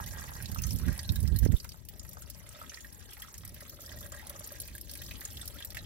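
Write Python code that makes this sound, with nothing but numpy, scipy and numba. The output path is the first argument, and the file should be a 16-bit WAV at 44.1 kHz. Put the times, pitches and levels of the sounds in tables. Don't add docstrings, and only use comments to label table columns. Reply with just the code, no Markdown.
import sys
import numpy as np
from scipy import signal
from scipy.io import wavfile
from scipy.ndimage import uniform_filter1d
from numba import njit

SR = 44100
rng = np.random.default_rng(int(sys.argv[2]) if len(sys.argv) > 2 else 0)


def to_wav(s):
    ch = np.atleast_2d(s).T
    pcm = np.round(np.clip(ch, -1, 1) * 32767)
    wavfile.write(sys.argv[1], SR, pcm.astype(np.int16))


def rack_gain(trim_db):
    fader = np.asarray(trim_db, float)
    return 10 ** (fader / 20)


N = 258101

# (time [s], fine spray [dB], drumming on tray [dB], lean toward tray's hollow [dB],
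# left minus right [dB])
FLOW = [(0.0, -50.5, -57.5, -7.5, -9), (0.5, -56, -59.5, -12, -6), (0.72, -52, -64, -2.5, -4),
        (0.91, -55, -57.5, -5.5, -6), (1.4, -55, -70.5, -3, -4), (1.79, -62, -71.5, -2, 0),
        (2.57, -61, -63.5, -3.5, -2.5), (3.19, -58, -65, -19, 0.5), (3.55, -58.5, -64, -2, 1),
        (3.75, -58, -71, 4.5, -2), (4.05, -57, -61, 0.5, -1), (4.22, -56, -60, -4.5, 0.5),
        (4.52, -56.5, -64, -4, 0), (4.8, -56, -69.5, 3, 0.5), (5.3, -56, -63.5, -7.5, -1.5),
        (5.85, -59, -66.5, 3.5, -1)]
# (time [s], peak [dB], centre [Hz], bright crack [dB])
BRIGHT_SPLATS = [(0.0618, -34, 12300, -6), (0.4242, -31, 10500, -10), (0.5157, -32, 13400, -5),
                 (0.5457, -31, 14000, -2), (0.6194, -23.5, 15900, -11), (0.76, -30.5, 12200, -12),
                 (0.9776, -33, 10100, -7), (1.1202, -28.5, 12700, -17), (1.1575, -24, 14900, -10.5),
                 (1.3613, -30, 11500, -4.5), (1.388, -23.5, 13500, -10), (1.568, -35, 10600, -6),
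                 (1.644, -32.5, 11700, -4), (1.887, -25.5, 16000, -18.5), (2.091, -36, 12700, -5),
                 (2.2998, -35.5, 11900, 2.5), (3.22, -29, 12150, -14), (3.4504, -33.5, 11800, -2.5),
                 (3.695, -26.5, 13800, -23), (4.0075, -31, 12000, -12), (4.296, -31.5, 11800, 2),
                 (4.3938, -34.5, 10600, -1), (4.6007, -24.5, 10300, -12), (4.812, -33, 13000, -4),
                 (4.913, -27.5, 14000, -9), (4.9528, -28, 11500, -12), (5.4141, -31.5, 8560, -14),
                 (5.477, -26.5, 11900, -4), (5.6478, -20, 14500, -11), (5.747, -36, 13900, 1)]
# (time [s], peak [dB], centre [Hz], bright crack [dB])
FAT_SPLATS = [(0.183, -46, 6400, -22), (0.4574, -38.5, 4280, -12), (0.5847, -41.5, 6120, -5),
              (0.6365, -32, 6260, -13), (0.7072, -35.5, 5460, -3), (0.9915, -32.5, 4530, -17),
              (1.0914, -32.5, 3840, -39), (1.2758, -39.5, 5570, -6), (1.45, -42.5, 6000, 2),
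              (1.5207, -43.5, 7000, -4), (1.6001, -37.5, 4840, -21), (1.6914, -42, 5070, -5),
              (1.719, -42, 4200, -11), (1.9949, -37.5, 7100, -18), (2.2207, -42, 7550, -9),
              (2.4902, -44.5, 7950, -5), (2.6953, -42, 6100, -12), (2.7429, -40.5, 4860, -8),
              (3.1063, -47.5, 7940, -9), (3.1991, -47.5, 7000, -1), (3.8062, -46.5, 6900, -5),
              (3.8616, -45.5, 5300, -5), (3.893, -41, 3480, -14), (4.12, -42, 7300, -8),
              (4.145, -45, 8860, -7), (4.201, -62, 8500, -14), (4.78, -53.5, 3170, 9.5),
              (5.018, -39, 3420, -2), (5.2513, -32, 7100, -13), (5.3708, -40, 3440, -15),
              (5.624, -40.5, 3470, -22), (5.7708, -48, 3800, 5)]
# (time [s], peak [dB], centre [Hz])
SMALL_SPLATS = [(0.113, -44, 12600), (0.3354, -39, 6200), (0.6682, -28, 13000), (0.7866, -32, 11700),
                (0.864, -38, 11800), (0.927, -33.5, 12400), (1.03, -35, 10000), (1.2024, -33, 10700),
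                (1.228, -33.5, 9600), (1.85, -38.5, 10600), (2.131, -38, 12400), (2.5264, -39, 14900),
                (2.625, -40, 8000), (2.806, -38, 6640), (2.9258, -38, 9700), (3.3414, -36.5, 6770),
                (3.38, -33.5, 12400), (3.544, -34, 13200), (3.606, -37, 10100), (3.987, -36.5, 11680),
                (4.269, -33, 9700), (4.5205, -32.5, 12400), (4.6167, -30.5, 12400), (4.6763, -32, 13700),
                (4.751, -31.5, 11100), (4.936, -31, 11700), (5.063, -36.5, 5430), (5.2083, -32, 12700),
                (5.456, -33, 11900), (5.704, -32, 4330)]
# (time [s], peak [dB], centre [Hz])
MORE_SMALL_SPLATS = [(0.1956, -38, 7840), (0.2199, -40, 13500), (0.353, -41, 4160), (2.0293, -46, 13400),
                     (2.0487, -43, 12000), (2.1905, -46, 13400), (2.2762, -53, 5030), (0.2818, -57, 11000),
                     (0.5726, -43, 6130), (0.7302, -32, 10100), (0.8824, -37, 11600), (1.262, -51, 5400),
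                     (1.4296, -38, 5640), (2.3457, -40.5, 5030), (2.396, -45, 12400), (2.4663, -47, 10000),
                     (2.5985, -49, 8130), (3.1328, -33.5, 13100), (3.2894, -44, 12150), (3.477, -34.5, 12700),
                     (3.4925, -37, 10200), (3.7439, -42, 12700), (3.8173, -33.5, 12400), (3.923, -36.5, 5500),
                     (4.0622, -36.5, 10400), (4.1639, -40, 7050), (4.2144, -48, 12800), (4.4423, -34, 7300),
                     (4.4735, -32.5, 12400), (4.8947, -34.5, 5350), (4.9741, -32.5, 12400), (5.1944, -48, 12600),
                     (5.3138, -58, 12500), (5.5433, -40, 12900), (5.563, -41, 13900), (5.6027, -38, 14600)]
# (frequency [Hz], density [dB per Hz])
SPRAY_COLOUR = [
    (1470, -32),
    (2800, -44),
    (3360, -5.5),
    (3860, -12.5),
    (7080, -7),
    (8660, -17),
    (13300, -4),
    (16000, -35),
]
# (time [s], half length [s], depth [dB])
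LULLS = [(1.314, 0.041, -4), (1.497, 0.0089, -9), (1.862, 0.034, -8.5), (2.35, 0.037, -3), (3.7, 0.006, -2),
         (2.9, 0.0086, -4), (4.822, .006, -11), (5.492, .012, 0), (0.47, 0.0068, -8), (0.06, 0.0087, -4),
         (0.56, 0.0049, -3), (2.5, 0.0057, -3), (2, 0.0073, -5.5), (3.466, 0.068, -5), (4.1, 0.026, -4),
         (2.6, 0.01, 1.5), (4.793, 0.016, -5.5), (4.85, 0.065, -4), (5.741, 0.0032, -14)]
# (frequency [Hz], width [Hz], level [dB])
TRAY_MODES = [
    (575, 55, 0),
    (1290, 98, -8),
    (1624, 90, -10.5),
    (1870, 67, -5.5),
    (2370, 54, -17),
]
# (time [s], peak [dB], pitch [Hz])
KNOCKS = [(0.0615, -48, 2010), (0.5162, -42.5, 1700), (0.637, -42, 1900), (0.8836, -38, 1570),
          (0.9915, -40, 1780), (1.1592, -48.5, 1747), (1.4306, -46.5, 1780), (1.4545, -42.5, 1850),
          (1.5205, -44, 1810), (1.6451, -43, 2000), (1.8866, -41, 3000), (2.0502, -48, 1780),
          (2.773, -41, 1870), (3.1243, -45, 2480), (3.1692, -45, 1650), (3.247, -47, 1300),
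          (3.5643, -43, 1870), (3.6084, -46, 1830), (4.5466, -49, 1930), (4.6841, -43.5, 2370),
          (4.78, -42.5, 2320), (4.9546, -41, 2420), (5.018, -45, 1870), (5.1114, -37, 2570),
          (5.1542, -45, 2870), (5.2165, -41.5, 1870), (5.3953, -47, 1780), (5.6057, -40.5, 1810),
          (5.7469, -36, 1870), (5.7696, -32, 1890)]
# (time [s], peak [dB], pitch [Hz])
SOFT_KNOCKS = [(0.2828, -48, 1790), (0.403, -43, 1790), (0.4444, -45, 1880), (0.5886, -38.5, 2690),
               (0.8345, -45, 1420), (0.9243, -40, 1750), (1.2544, -46, 2094), (1.3598, -48, 1870),
               (2.169, -52, 1150), (2.2218, -52, 1436), (2.2752, -49.5, 1750), (2.4029, -49, 1880),
               (2.4653, -46, 1880), (2.6364, -46.5, 1320), (2.6793, -55, 2720), (2.7187, -42.5, 1670),
               (2.7367, -45.5, 1870), (2.8464, -46.5, 1790), (3.023, -50, 1360), (3.1996, -47.5, 1250),
               (3.2244, -41.5, 1870), (3.2834, -45.5, 1290), (3.3418, -45.5, 1790), (3.4486, -46, 2300),
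               (3.4685, -46, 1820), (3.6531, -46, 2350), (3.698, -52, 1880), (3.8442, -48, 1770),
               (3.9175, -43, 1870), (4.1954, -42.5, 2028), (4.2652, -46.5, 1180), (4.342, -48, 1290),
               (4.5614, -44, 2380), (4.6279, -49.5, 1850), (4.6553, -46, 2110), (4.7501, -44.5, 1690),
               (4.8733, -43, 2800), (5.1956, -46, 1760), (5.2565, -42, 1780), (5.3532, -52, 1850),
               (5.4291, -41.5, 1320), (5.5423, -51, 1780), (5.5694, -43.5, 1880), (5.6411, -45, 1950),
               (5.7204, -42.5, 1930)]
# (time [s], peak [dB], pitch [Hz])
THUDS = [(0.001, -41.5, 900), (0.027, -51, 915), (0.136, -52, 905), (0.172, -49.5, 920), (0.196, -47, 940),
         (0.24, -44, 527), (0.241, -48, 920), (0.352, -54, 905), (0.403, -54, 900), (0.264, -55, 880),
         (0.294, -49.5, 965), (0.319, -47.5, 920), (0.364, -48, 1000), (0.56, -44, 900), (1.65, -52, 970),
         (1.743, -55.5, 900), (2.17, -49, 870), (2.172, -48, 600), (2.405, -57, 560), (2.442, -51, 603),
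         (2.559, -47.5, 595), (2.59, -52, 587), (2.615, -48.5, 910), (2.616, -45, 600), (2.72, -55, 587),
         (2.857, -57, 573), (3.621, -44, 583), (3.733, -51, 575), (3.789, -48, 585), (3.837, -50, 580),
         (3.89, -49.5, 604), (3.933, -43.5, 604), (4.014, -45, 580), (4.06, -44, 575), (4.123, -37, 567),
         (4.148, -42, 595), (4.304, -40.5, 580), (4.353, -44.5, 556), (4.407, -42.5, 587),
         (4.517, -41, 573)]
# (time [s], peak [dB], pitch [Hz])
PLINKS = [(1.048, -41, 4200), (1.1583, -37.5, 3880), (1.3603, -40, 4160), (1.5648, -47.5, 3600),
          (2.3012, -43, 4970), (2.5471, -50, 3700), (2.6634, -49, 3350), (2.695, -44, 2790),
          (3.029, -59, 2730), (3.2196, -43, 3270), (4.0282, -47, 3460), (4.1264, -48, 3260),
          (4.5994, -42.5, 4100), (4.6344, -47, 4670), (4.896, -44.5, 4230), (4.9352, -49, 3500),
          (4.9891, -42, 4200), (5.1554, -41, 3270), (5.1894, -53, 4440), (5.4131, -39.5, 3550),
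          (5.5857, -40.5, 3400), (5.7884, -40, 3800), (5.8444, -46.5, 3250)]
# (time [s], length [s], first pitch [Hz], last pitch [Hz], level [dB])
WHISTLES = [
    (0.062, 0.025, 1850, 2250, -47.5),
    (0.81, .045, 990, 1450, -57),
    (0.9, 0.24, 2000, 1400, -63),
    (1.5, 0.065, 1460, 1330, -60),
    (1.272, .035, 1290, 1450, -62),
    (4.552, 0.028, 1900, 2900, -56),
    (5.108, 0.011, 4700, 2700, -47),
    (5.545, 0.025, 1220, 1500, -53),
    (4.3, 0.021, 2100, 1600, -54),
]
# (frequency [Hz], width [Hz], level [dB])
WIND_MODES = [
    (66.6, 61, 10),
    (91, 124, -0.5),
    (145, 130, -9),
]
# (time [s], level [dB])
BREEZE = [(0.0, -44), (0.5, -43.5), (1.07, -40), (1.54, -45), (1.65, -42.5), (1.8, -47), (2.11, -42.5),
          (2.5, -48), (3.2, -50), (3.47, -47), (3.7, -50), (3.98, -46), (4.32, -46.5), (4.83, -45.5),
          (5.85, -44.5)]
# (time [s], level [dB])
GUST = [(0.0, -36.5), (0.3, -42.5), (0.42, -41.5), (0.6, -42), (0.85, -32), (0.98, -41.5), (1.15, -33),
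        (1.35, -27.5), (1.55, -23)]
# (time [s], peak [dB], half length [s])
EDDIES = [(0.435, -32, 0.014), (0.494, -26.5, 0.0062), (0.525, -25.5, 0.0085), (0.594, -27, 0.017),
          (0.668, -27.5, 0.038), (0.744, -23.5, 0.022), (0.83, -26.5, 0.017), (0.889, -21.5, 0.026),
          (1.103, -18.5, 0.0086), (1.168, -26.5, .012), (1.194, -25, 0.0089), (1.238, -18, 0.013),
          (1.282, -21, 0.01), (1.328, -15, 0.012), (1.359, -17, 0.0093), (1.431, -15, 0.012),
          (1.458, -17.5, 0.011), (1.498, -19.5, 0.015), (1.54, -14.5, 0.011), (3.395, -45, 0.031),
          (3.484, -46, 0.086), (3.965, -45, 0.088), (4.33, -49.5, 0.039), (4.405, -46, 0.018),
          (4.72, -44, 0.037), (5.073, -44, 0.017), (5.377, -44, 0.047), (5.817, -44.5, 0.035)]
# (time [s], peak [dB])
PUFFS = [
    (1.751, -61),
    (2.234, -62),
    (2.436, -49),
    (2.549, -60),
    (2.826, -69),
    (3.051, -66),
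]
# (time [s], peak [dB], pitch [Hz])
POP = (1.4622, -12.5, 327)
# (time [s], level [dB])
ROAD = [
    (0, -63),
    (3.2, -74),
    (3.7, -62.5),
    (4.3, -63),
    (5.85, -64.5),
]

GUST_ENDS_S, GUST_RELEASE_S = 1.545, 0.0017


@njit
def svf(x, hz, width):
    y, b, l = np.empty(len(x)), 0., 0.
    g, k = np.tan(np.pi * hz / SR), width / hz
    for i in range(len(x)):
        v = (b + g * (x[i] - l)) / (1 + g * (g + k))
        b, l, y[i] = 2 * v - b, l + 2 * g * v, k * v
    return y


@njit
def bursts(noise, start, hz, width, fade_s, left, right, snap, glide):
    out = np.zeros((2, len(noise)))
    for e in range(len(start)):
        g, k, b, l = np.tan(np.pi * hz[e] / SR), width[e] / hz[e], 0., 0.
        size, fade = np.sqrt(SR / width[e] / 4), np.exp(-1 / (fade_s * SR))
        first, tick = int(start[e] * SR), snap * np.sqrt(fade_s * SR)
        last = min(len(noise), first + int(SR * (7 * fade_s + 2 / width[e])))
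        for i in range(first, last):
            v = (b + g * (size * (noise[i] + tick) - l)) / (1 + g * (g + k))
            b, l = 2 * v - b, l + 2 * g * v
            size, tick, g = size * fade, 0., g * (1 + glide / SR)
            out[0, i] += left[e] * k * v
            out[1, i] += right[e] * k * v
    return out


def drops(s, db, hz, sharp, fade_s, pan_db, snap=.4, glide=0.):
    hz = np.clip(hz + 0 * s, 40, .4 * SR)
    left, right = rack_gain(db + pan_db / 2), rack_gain(db - pan_db / 2)
    noise = rng.standard_normal(N)
    return bursts(noise, s, hz, hz / sharp, fade_s, left, right, float(snap), float(glide))


def unit(x):
    return x / np.sqrt(np.mean(x ** 2))


def even(x, span_s):
    k = int(span_s * SR)
    power = uniform_filter1d(uniform_filter1d(x ** 2, k), k)
    return x / np.sqrt(power + 1e-9)


def low(x, hz):
    return signal.sosfilt(signal.butter(4, hz, fs=SR, output="sos"), x)


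def curves(table):
    s, *columns = np.transpose(table)
    return [np.interp(np.arange(N) / SR, s, c) for c in columns]


def walk(rate):
    k = int(SR / rate)
    held = np.repeat(rng.standard_normal(N // k + 1), k)
    return uniform_filter1d(uniform_filter1d(held, k), k)[:N]


def under_car(x, t60_s, wet_db, count=4):
    t = np.arange(int(.09 * SR)) / SR
    place = np.array([walk(6) for _ in range(count)]).argmax(axis=0)
    out = np.array([np.roll(x[0], 3), x[1]])
    for k in range(count):
        echo = rng.standard_normal((2, len(t))) * rack_gain(-60 * t / t60_s) * np.minimum(t / 0.00053, 1)
        echo = echo / np.sqrt(np.sum(echo ** 2, axis=1, keepdims=True))
        out = out + rack_gain(wet_db) * signal.fftconvolve(x * (place == k), echo, axes=1)[:, :N]
    return out


def splats():
    bright = [(s, db + 2, hz, top_db) for s, db, hz, top_db in BRIGHT_SPLATS]
    fat = [(s, db + 9.0, hz, top_db) for s, db, hz, top_db in FAT_SPLATS]
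    small = [(s, db + 1.5, hz, -6) for s, db, hz in SMALL_SPLATS + MORE_SMALL_SPLATS]
    s, db, hz, top_db = np.vstack([bright, fat, small]).T
    pan_db = np.interp(s, np.array(FLOW)[:, 0], np.array(FLOW)[:, -1])
    fade_s = .0017
    core = drops(s, db - 9.5, hz, 6.7, fade_s, pan_db)
    crack = drops(s, db + top_db - 3.0, 12000, 1.0, fade_s, pan_db)
    broad = drops(s, db - 21.0, 5500, 6.0, fade_s, pan_db)
    return under_car(core + crack + broad, t60_s=.04, wet_db=5.5)


def spray(count):
    spray_db = curves(FLOW)[0]
    when, pitch, size, side = rng.random((count, 4)).T
    s = when * (N - 1) / SR
    hz = 2600 * 6.0 ** pitch
    colour_hz, density_db = np.transpose(SPRAY_COLOUR)
    colour_db = np.interp(np.log(hz), np.log(colour_hz), density_db) + 10 * np.log10(hz)
    size_db = -1.5 * np.log(1 - .96 * size)
    fine = drops(s, colour_db + size_db, hz, 6.1, .0014, 6 * (side - .5) - 1.2)
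    return unit(under_car(fine, t60_s=.045, wet_db=5)) * rack_gain(spray_db + 3.5 + 1.0 * walk(9.7))


def mist():
    common = rng.standard_normal(N)
    hiss = [unit(svf(common + 1.8 * rng.standard_normal(N), 12700.0, 8100.0)) for _ in range(2)]
    return np.array(hiss) * rack_gain(curves(FLOW)[0] - 7)


def patter(count, spread_db):
    when, size = rng.random((count, 2)).T
    size_db = -spread_db * np.log(1 - .95 * size)
    return drops(when * (N - 1) / SR, size_db, 1500, 0.87, 0.0013, 0)[0]


def blips(count, lo_hz, hi_hz, sharp):
    when, pitch, size = rng.random((count, 3)).T
    hz = lo_hz * (hi_hz / lo_hz) ** pitch
    size_db = -3.0 * np.log(1 - .93 * size)
    return unit(drops(when * (N - 1) / SR, size_db, hz, sharp, 0.0021, 0, snap=0.18, glide=5.2)[0])


def wall_modes(x):
    return sum(rack_gain(g) * svf(x, float(f), float(w)) for f, w, g in TRAY_MODES[1:])


def tray_knocks():
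    s, db, hz = np.vstack([KNOCKS, np.subtract(SOFT_KNOCKS, (0, 2.5, 0))]).T
    knocks = drops(s, db + 2.0, hz, 5.7, 0.0027, -1.5, snap=0.72, glide=2.5)
    knocks = knocks + drops(s, db - 1.0, 1.5 * hz, 0.9, 0.0015, -1.5)
    return knocks + 0.8 * wall_modes(knocks[0])


def tray_thuds():
    s, db, hz = np.transpose(THUDS)
    on_floor = hz > 700
    ring = drops(s, db - 5 - 60 * on_floor, hz, 11, .002, 0, snap=2)[0]
    slap = drops(s, db + 1 - 60 * ~on_floor, hz, 6, .0015, 3, snap=2)
    overtone_hz = np.where(on_floor, 1.41, 2.24) * hz
    slap = slap + 0.48 * drops(s, db + 6.5 - 8 * ~on_floor, overtone_hz, 6.7, 0.0021, 1.7, snap=2.3)
    return ring, low(np.array([np.roll(slap[0], 9), slap[1]]), hz=1880)


def tray(count):
    _, wall_db, lean_db, _ = curves(FLOW)
    hollow_db = wall_db + lean_db
    floor_db = wall_db - 5.5 - 0.86 * np.arange(N) / SR
    air_hz, air_width = float(TRAY_MODES[0][0]), float(TRAY_MODES[0][1])
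    ring, slap = tray_thuds()

    hollow = svf(svf(patter(2 * count, 3.5), air_hz, 1.5 * air_width), air_hz, 210.0)
    hollow = unit(hollow) * rack_gain(hollow_db + 2.5)
    hollow = hollow + svf(blips(count, lo_hz=303, hi_hz=600, sharp=5.0), 413.0, 280.0) * rack_gain(-67.5)
    hollow = hollow + svf(ring, air_hz, 135.0)
    boom = np.array([np.roll(hollow, 6) * rack_gain(-1.5), hollow])

    floor = blips(count, lo_hz=733, hi_hz=975, sharp=11.0) * rack_gain(floor_db + 8.5)
    floor = np.array([np.roll(floor, 10), floor])

    wall = unit(wall_modes(patter(count, 8.4)))
    wall = (wall + 1.13 * blips(count, lo_hz=1460, hi_hz=3000, sharp=3.0)) * rack_gain(wall_db + 1.5)
    gurgle = [blips(2 * count, lo_hz=1480, hi_hz=2040, sharp=7.0)
              + 0.59 * blips(count, lo_hz=600, hi_hz=1080, sharp=5.) for _ in range(2)]
    wall = wall + np.array(gurgle) * rack_gain(wall_db - 2.5)
    struck = under_car(floor + wall + tray_knocks() + slap, t60_s=0.086, wet_db=0.7)
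    return boom + 0.37 * slap + struck * rack_gain(-5.5)


def lull():
    t = np.arange(N) / SR
    return rack_gain(sum(db * np.exp(-.5 * ((t - s) / half_s) ** 2) for s, half_s, db in LULLS))


def plinks():
    s, db, hz = np.transpose(PLINKS)
    return under_car(drops(s, db, hz, 14.0, 0.0025, -1.5, glide=3.7), t60_s=0.07, wet_db=2.5)


def whistles():
    t, out = np.arange(N) / SR, 0
    for s, length_s, first_hz, last_hz, db in WHISTLES:
        part = np.clip((t - s) / length_s, 0, 1)
        hz = (first_hz + (last_hz - first_hz) * part) * (1 + 0.014 * walk(60.))
        swell = rack_gain(db + 4.0 * walk(70.)) * np.sin(np.pi * part) ** .5
        out = out + swell * np.sin(2 * np.pi * np.cumsum(hz) / SR)
    return np.array([0.66 * out, out])


def right_wind_db():
    t = np.arange(N) / SR
    held = np.clip(1 - (t - GUST_ENDS_S) / GUST_RELEASE_S, 0, 1)
    power = (held * rack_gain(curves(GUST)[0])) ** 2
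    hushed = (t > 1.6) & (t < 3.2)
    power = power + rack_gain(-67 - 37 * hushed) ** 2
    for s, db, half_s in EDDIES:
        eddy = rack_gain(db) * np.exp(-.5 * ((t - s) / half_s) ** 2)
        power = power + (eddy * (held if s < GUST_ENDS_S else 1)) ** 2
    return 10 * np.log10(power)


def port_wind(air, port_db, rough_db):
    body = 0
    for f, w, g in WIND_MODES:
        body = body + rack_gain(g) * unit(svf(svf(air, float(f), 0.99 * w), float(f), 0.99 * w))
    edge = unit(svf(svf(air, 236.0, 95.0), 219.0, 340.0))
    rumble = low(rack_gain(port_db) * even(body, 0.11), hz=199)
    rough = low(edge * rack_gain(port_db + rough_db + 4.2 * walk(30)), hz=475)
    return rumble + rough + rack_gain(port_db - 40.5) * unit(svf(air, 670.0, 510.0))


def gust_slaps():
    s, puff_db = np.transpose(PUFFS)
    puffs = low(drops(s, puff_db, 85, 2.7, 0.0027, 0, snap=2.1)[1], hz=240)
    s, db, hz = POP
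    t = np.arange(N) / SR - s
    pop = np.cos(2 * np.pi * hz * t) * np.exp(-(t / np.where(t < 0, .0007, .0021)) ** 2)
    return puffs + low(rack_gain(db) * pop, hz=1210)


def wind():
    left_db, right_db = curves(BREEZE)[0] + 2.44 * walk(16), right_wind_db()
    gust_edge_db = -19 + 0.22 * (np.maximum(right_db, -40) + 24.5)
    edge_floor_db = -75.5 - right_db
    edge_db = 10 * np.log10(rack_gain(gust_edge_db) ** 2 + rack_gain(edge_floor_db) ** 2)
    common = rng.standard_normal(N)
    share = np.clip(.5 * rack_gain(-35.5 - right_db), 0, .6)
    ports = []
    for port_db, rough_db in ((left_db, -15.5), (right_db, edge_db)):
        turbulence = np.sqrt(share) * common + np.sqrt(1 - share) * rng.standard_normal(N)
        ports.append(port_wind(turbulence, port_db, rough_db))
    ports[1] = ports[1] + gust_slaps()
    return np.array(ports)


def road():
    common = rng.standard_normal(N)
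    hum = []
    for _ in range(2):
        noise = common + .5 * rng.standard_normal(N)
        hum.append(unit(svf(svf(noise, 275.0, 246.0), 273.0, 266.0)))
    return np.array(hum) * rack_gain(curves(ROAD)[0])


def air():
    return rack_gain(-80) * np.array([unit(svf(rng.standard_normal(N), 1740.0, 21000.0)) for _ in range(2)])


def scene():
    tray_pan = rack_gain(np.array([[-1.2], [1.2]]))
    oil = spray(count=3000) + mist() + tray_pan * tray(count=650)
    return splats() + lull() * oil + plinks() + whistles() + wind() + road() + air()


def band_limit(x):
    return signal.sosfilt(signal.butter(12, 16300, fs=SR, output="sos"), x)


def record(dry):
    trimmed = signal.sosfilt(signal.butter(2, 30, "high", fs=SR, output="sos"), dry)
    trimmed = signal.sosfilt(signal.ellip(8, 1, 32, 15850, fs=SR, output="sos"), trimmed)
    return band_limit(trimmed)


dry = scene()
out = record(dry)
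to_wav(out)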